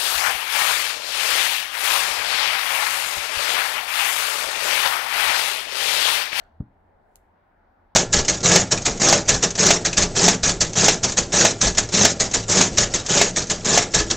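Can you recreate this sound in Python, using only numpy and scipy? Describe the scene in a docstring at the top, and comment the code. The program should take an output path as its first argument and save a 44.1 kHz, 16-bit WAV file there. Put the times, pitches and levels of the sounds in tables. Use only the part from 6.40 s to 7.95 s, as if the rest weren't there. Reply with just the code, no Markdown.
"""Thick paperback falling shut

A thick paperback lies on a wooden table in a small room, heard close up: filtered noise makes its pages swish.
The back half falls shut on a cushion of air: a pressure pulse makes the soft thump, fading sines the ringing
table and room. Later the glossy cover gives one tiny tick, a noise burst after a faint rub.
Ventilation murmurs underneath: a rumble, a hollow duct note and a rush of air, all filtered noise."""
import sys
import numpy as np
from scipy import signal
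from scipy.fft import rfft, irfft, next_fast_len
from scipy.io import wavfile
from scipy.ndimage import uniform_filter1d

SR = 44100
rng = np.random.default_rng(int(sys.argv[2]) if len(sys.argv) > 2 else 0)


def inscribe(sig):
    """Save sig as 16-bit PCM at rate SR to the path in sys.argv[1].

    A 1-D sig is mono; a 2-D sig holds one channel per row.
    Samples are clipped to [-1, 1] before scaling.
    """
    pcm = np.round(np.clip(np.atleast_2d(sig).T, -1, 1) * 32767)
    wavfile.write(sys.argv[1], SR, pcm.astype(np.int16))


N = 68355

# Tone of the swishing pages. Each row: frequency in Hz, relative level in dB.
SWISH_TONE = [(200, -9.5), (500, -3.5), (730, 10), (1000, -11), (1200, -4.5), (1550, 4), (2000, -8.5),
              (2500, -16.5), (3100, -11.5), (3800, -16.5), (4400, -11.5), (4950, -24), (6150, -19),
              (6600, -23.5), (7800, -23.5), (11000, -32.5), (15000, -32.5)]
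SWISH_DB, SWISH_LIKENESS = -53.5, 0.15  # likeness: how alike both microphones are, 1 = the same
SWISH_T60_S, SWISH_TREBLE_T60_S = 0.42, 0.26  # time to fall by 60 dB; the treble dies sooner
SWISH_TREBLE_HZ = 5100
RUSTLE_DB, RUSTLE_PER_S = 2.4, 220  # typical size of the level changes, and changes per second


def pages():
    """The rustling swish of the last pages fades in the room, the treble first."""
    paper = waver(colour(noise_pair(SWISH_LIKENESS), SWISH_TONE), RUSTLE_DB, RUSTLE_PER_S)
    low_filter = signal.butter(3, SWISH_TREBLE_HZ, "low", fs=SR, output="sos")
    high_filter = signal.butter(3, SWISH_TREBLE_HZ, "high", fs=SR, output="sos")
    low = signal.sosfilt(low_filter, paper) * decay(0, SWISH_T60_S)
    high = signal.sosfilt(high_filter, paper) * decay(0, SWISH_TREBLE_T60_S)
    return undb(SWISH_DB) * (low + high)


# Ringing of book and table. Each row: frequency in Hz, level in dB, time to fall by 60 dB in seconds.
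TABLE_MODES = [(34.3, -32, 0.094), (68.3, -36, 0.12), (170, -36.4, 0.11), (213.4, -32.5, 0.11),
               (254.3, -29, .06), (396, -41, 0.055), (590, -44, 0.046)]
# Standing waves of the room. Each row: frequency in Hz, level in dB, time to fall by 60 dB in seconds.
ROOM_WAVES = [(119, -37, .21), (182.3, -51, 0.44), (270.9, -49, 0.31), (308.5, -47.5, 0.25)]
# Tone of the knock as the halves meet. Each row: frequency in Hz, relative level in dB.
SLAP_TONE = [(150, -14.5), (380, 0), (600, 0), (800, -5.5), (920, -13.5), (1200, -10), (1700, -26.5),
             (2400, -37), (4000, -54), (15000, -70)]
# Tone of paper brushing on paper. Each row: frequency in Hz, relative level in dB.
BRUSH_TONE = [(1500, 3), (4000, -2), (6500, 1), (10000, -4.5), (15000, -18)]
CLOSE_S, CUSHION_S, CLOSE_DB = 0.20674, 0.00165, -17.5  # centre, half width and level of the pressure pulse
SETTLE_LAG_S, SETTLE_WIDTH_S, SETTLE_DB = 0.0166, 0.0034, -35.5  # the block of pages sinks after it
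ROOM_RISE_S = 0.012  # the standing waves build up after the thump
SLAP_DB, SLAP_LEAD_S, SLAP_T60_S, SLAP_LEFT_DB = -23, 0.00021, 0.0053, 5
BRUSH_DB, BRUSH_LEAD_S, BRUSH_T60_S = -79.5, 0.0024, 0.045
THUMP_LEFT_DB = 1.1  # left microphone over right
THUMP_ROOM_DB, THUMP_ROOM_T60_S, THUMP_ROOM_LIKENESS = -30.5, 0.38, 0.92
SLAP_ROOM_DB = -4.5
EARLY_T60_S, ROOM_GAP_S = 0.08, 0.01  # also used by the tick


def closing():
    """An air-cushioned blow, knock and brush of paper, a short table ring and the lingering room hum."""
    blow = undb(CLOSE_DB) * puff(CLOSE_S, CUSHION_S)
    blow = blow + undb(SETTLE_DB) * puff(CLOSE_S + SETTLE_LAG_S, SETTLE_WIDTH_S)
    ring = ringing(TABLE_MODES, CLOSE_S, 2 * CUSHION_S) + ringing(ROOM_WAVES, CLOSE_S, ROOM_RISE_S)

    knock = burst(CLOSE_S - SLAP_LEAD_S, SLAP_T60_S, 1.0)
    slap = undb(SLAP_DB) * colour(knock, SLAP_TONE) * pan(SLAP_LEFT_DB)
    paper = noise_pair(0.5) * decay(CLOSE_S - BRUSH_LEAD_S, BRUSH_T60_S)
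    brush = undb(BRUSH_DB) * colour(paper, BRUSH_TONE)

    walls = undb(THUMP_ROOM_DB) * room(blow, decay(ROOM_GAP_S, THUMP_ROOM_T60_S), THUMP_ROOM_LIKENESS)
    scatter = undb(SLAP_ROOM_DB) * room(slap[0], decay(0, EARLY_T60_S), 0)
    return (blow + ring) * pan(THUMP_LEFT_DB) + slap + brush + walls + scatter


# Tone of the tick of the cover. Each row: frequency in Hz, relative level in dB.
TICK_TONE = [(1000, -14), (2300, -12), (2950, -4), (3500, -6), (4400, -3), (5400, -5), (6600, 5), (8100, 0),
             (10000, 2), (13000, -1), (15000, -7), (16500, -22)]
# Tone of the tick scattered by table and walls. Each row: frequency in Hz, relative level in dB.
SCATTER_TONE = [(1500, -8), (3000, -2), (4300, -3), (5200, -6), (7000, 1), (10000, 0), (13000, -1),
                (15000, -3), (16500, -22)]
TICK_S, TICK_DB, TICK_T60_S = 0.7573, -25, 0.0035
TICK_LAG_S, TICK_LIKENESS = 0.00012, 0.8  # the right microphone hears it later
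TICK_ECHO_S, TICK_ECHO_DB, TICK_ECHO_T60_S = 0.0077, -13, 0.012  # delay after the tick, level against it
EARLY_DB, LATE_DB, ROOM_T60_S = -61.5, -74.5, 0.37
SCATTER_ROUGH_DB, SCATTER_ROUGH_PER_S = 1.8, 300


def cover_tick():
    """The stiff cover crackles for a few milliseconds; a smeared near reflection and the room follow."""
    left, right = undb(TICK_DB) * colour(burst(TICK_S, TICK_T60_S, TICK_LIKENESS), TICK_TONE)
    tick = np.array([left, np.roll(right, int(TICK_LAG_S * SR))])
    smear = burst(TICK_S + TICK_ECHO_S, TICK_ECHO_T60_S, 0)
    echo = undb(TICK_DB + TICK_ECHO_DB) * colour(smear, TICK_TONE)

    tail = undb(EARLY_DB) * decay(TICK_S, EARLY_T60_S) + undb(LATE_DB) * decay(TICK_S, ROOM_T60_S)
    build_up = np.clip(since(TICK_S) / ROOM_GAP_S, 0, 1)
    scatter = colour(noise_pair(0) * tail * build_up, SCATTER_TONE)
    return tick + echo + waver(scatter, SCATTER_ROUGH_DB, SCATTER_ROUGH_PER_S)


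# Tone of the faint rub of the cover. Each row: frequency in Hz, relative level in dB.
RUB_TONE = [(3000, -13.5), (7500, -2), (8300, -7), (9500, 0), (10800, -8), (15000, -9)]
RUB_DB, RUB_RISE_S = -85, 0.093  # level reached at the tick; it grows 2.7 times in each rise time


def cover_rub():
    """The cover creeps over the pages, its rub growing louder until it lets go at the tick."""
    t = since(TICK_S)
    swell = (t < 0) * np.exp(-np.abs(t) / RUB_RISE_S)
    return undb(RUB_DB) * colour(noise_pair(0.3) * swell, RUB_TONE)


# Tone of the ventilation rumble. Each row: frequency in Hz, relative level in dB.
RUMBLE_TONE = [(15, -3.5), (30, 17), (52, 2.5), (82, 15), (112, -4.5), (150, -4), (210, -9), (280, -13.5),
               (450, -8.5), (900, -53)]
# Course of the rumble. Each row: time in seconds, level in dB.
RUMBLE_COURSE = [(0, -59), (.3, -63), (.44, -58.5), (.6, -62.5), (.85, -62), (1.05, -65.5), (1.15, -65),
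                 (1.4, -65.5), (1.55, -65.5)]
# Hollow note of the air duct. Each row: frequency in Hz, relative level in dB.
DUCT_TONE = [(100, -20), (160, -4.5), (212, 1), (255, -1), (300, -4), (400, -5), (800, -62)]
# Tone of the rush of air. Each row: frequency in Hz, relative level in dB.
AIR_TONE = [(60, -9), (200, -9), (400, -7), (520, -2.5), (660, 0), (830, 1.5), (1100, -8), (1270, -10.5),
            (1450, -8), (2100, -18.5), (2700, -28), (4500, -34.5), (6500, -44.5), (10000, -49),
            (15500, -45)]
# Course of the rush. Each row: time in seconds, level change below the split in dB, the same above it in dB.
AIR_COURSE = [(0, 0, 0), (.35, -1.5, 0), (.6, 2.5, 0), (.95, -2, 0.55), (1.25, -2, 1), (1.48, -1, 0.95)]
RUMBLE_LIKENESS, DUCT_DB = 0.99, -72
AIR_DB, AIR_LIKENESS, AIR_LEFT_DB = -62, 0.2, 1.36
AIR_WAVER_DB, AIR_WAVER_PER_S, AIR_SPLIT_HZ = 1.1, 14, 900


def ventilation():
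    """A low rumble swells and eases under a hollow duct note and a rush of air whose colour drifts."""
    t = since(0)
    rumble_db = np.interp(t, *np.array(RUMBLE_COURSE).T)
    rumble = colour(noise_pair(RUMBLE_LIKENESS), RUMBLE_TONE) * undb(rumble_db)
    duct = undb(DUCT_DB) * colour(noise_pair(0.98), DUCT_TONE)

    rush = colour(noise_pair(AIR_LIKENESS), AIR_TONE)
    air = undb(AIR_DB) * waver(rush, AIR_WAVER_DB, AIR_WAVER_PER_S)
    low = signal.sosfiltfilt(signal.butter(4, AIR_SPLIT_HZ, fs=SR, output="sos"), air)
    high = air - low
    at, low_db, high_db = np.array(AIR_COURSE).T
    air = low * undb(np.interp(t, at, low_db)) + high * undb(np.interp(t, at, high_db))
    return rumble + duct + air * pan(AIR_LEFT_DB)


def puff(at, width):
    """Pressure of air squeezed out and stopped: a swell, a sharp dip and a swell."""
    u = since(at) / width
    return (u ** 2 - 1) * np.exp(-u ** 2 / 2)


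def ringing(modes, start, rise):
    """Struck things ring at their own pitches: sines that come in gently and die away."""
    t = since(start)
    ring = sum(undb(db) * decay(start, t60) * np.sin(2 * np.pi * hz * t) for hz, db, t60 in modes)
    return (1 - np.exp(-(t / rise) ** 2)) * ring


def burst(start, t60, likeness):
    """A short crackle of unit energy for two microphones, evened out in spectrum."""
    spectrum = rfft(noise_pair(likeness) * decay(start, t60))
    power = np.abs(spectrum) ** 2
    even = spectrum / np.sqrt(power + power.mean() / 30)  # the added part spares the weakest frequencies
    return unit(irfft(even, N)) / np.sqrt(N)


def room(x, tail, likeness):
    """Dense reflections: the sound repeated by noise under a given envelope, of about unit energy."""
    response = noise_pair(likeness) * tail / np.sqrt(np.sum(tail ** 2))
    return signal.fftconvolve(x[None], response, axes=1)[:, :N]


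def waver(x, depth_db, rate):
    """Every half octave swells and sinks by itself."""
    hz = np.maximum(np.fft.rfftfreq(N, 1 / SR), 1)
    place = np.clip(2 * np.log2(hz / 250), 0, 11)  # half octaves above 250 Hz
    spectrum = rfft(x)
    total = 0
    for k in range(12):
        band = irfft(spectrum * np.maximum(1 - np.abs(place - k), 0), N)
        total = total + band * undb(depth_db * walk(rate))
    return total


def walk(rate):
    """Random levels, each held 1 / rate seconds, then smoothed; spread near one."""
    hold = int(SR / rate)
    steps = np.repeat(rng.standard_normal(N // 50)[:N // hold + 1], hold)
    return 1.18 * uniform_filter1d(steps, hold)[:N]


def colour(x, points):
    """Filter through (Hz, dB) points that never sounds early and keeps the power of white noise."""
    hz, db = np.array(points).T
    size = 2 * next_fast_len(N)
    f = np.maximum(np.fft.rfftfreq(size, 1 / SR), 1)
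    gain = unit(undb(np.interp(np.log(f), np.log(hz), db)))
    # Folding the cepstrum (the transform of the log gain) forward in time makes the filter causal.
    cepstrum = irfft(np.log(gain))
    cepstrum[1:size // 2] *= 2
    cepstrum[size // 2 + 1:] = 0
    return irfft(rfft(x, size) * np.exp(rfft(cepstrum)))[..., :N]


def noise_pair(likeness):
    """White noise for two microphones with a given correlation."""
    c = np.clip(likeness, -1, 1)
    mid, side = rng.standard_normal((2, N))
    return np.sqrt((1 + c) / 2) * mid + np.sqrt((1 - c) / 2) * np.array([side, -side])


def pan(left_db):
    """Gains of the two microphones for a level difference."""
    return undb(np.array([[left_db], [-left_db]]) / 2)


def decay(start, t60):
    """Sudden start, then 60 dB down in t60 seconds."""
    t = since(start)
    return (t >= 0) * np.exp(-np.log(1000) * np.maximum(t, 0) / t60)


def since(start):
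    """Seconds since a moment."""
    return np.arange(N) / SR - start


def unit(x):
    """Scale to an rms (average strength) of one."""
    return x / np.sqrt(np.mean(x ** 2))


def undb(db):
    """Decibels to gain."""
    return 10 ** (np.asarray(db) / 20)


def scene():
    """Pages, thump, tick and rub over the ventilation."""
    return pages() + closing() + cover_tick() + cover_rub() + ventilation()


TOP_HZ = 15800


def record(dry):
    """The recorder steeply cuts the top of the treble."""
    return signal.sosfilt(signal.ellip(8, 0.2, 70, TOP_HZ, fs=SR, output="sos"), dry)


dry = scene()
out = record(dry)
inscribe(out)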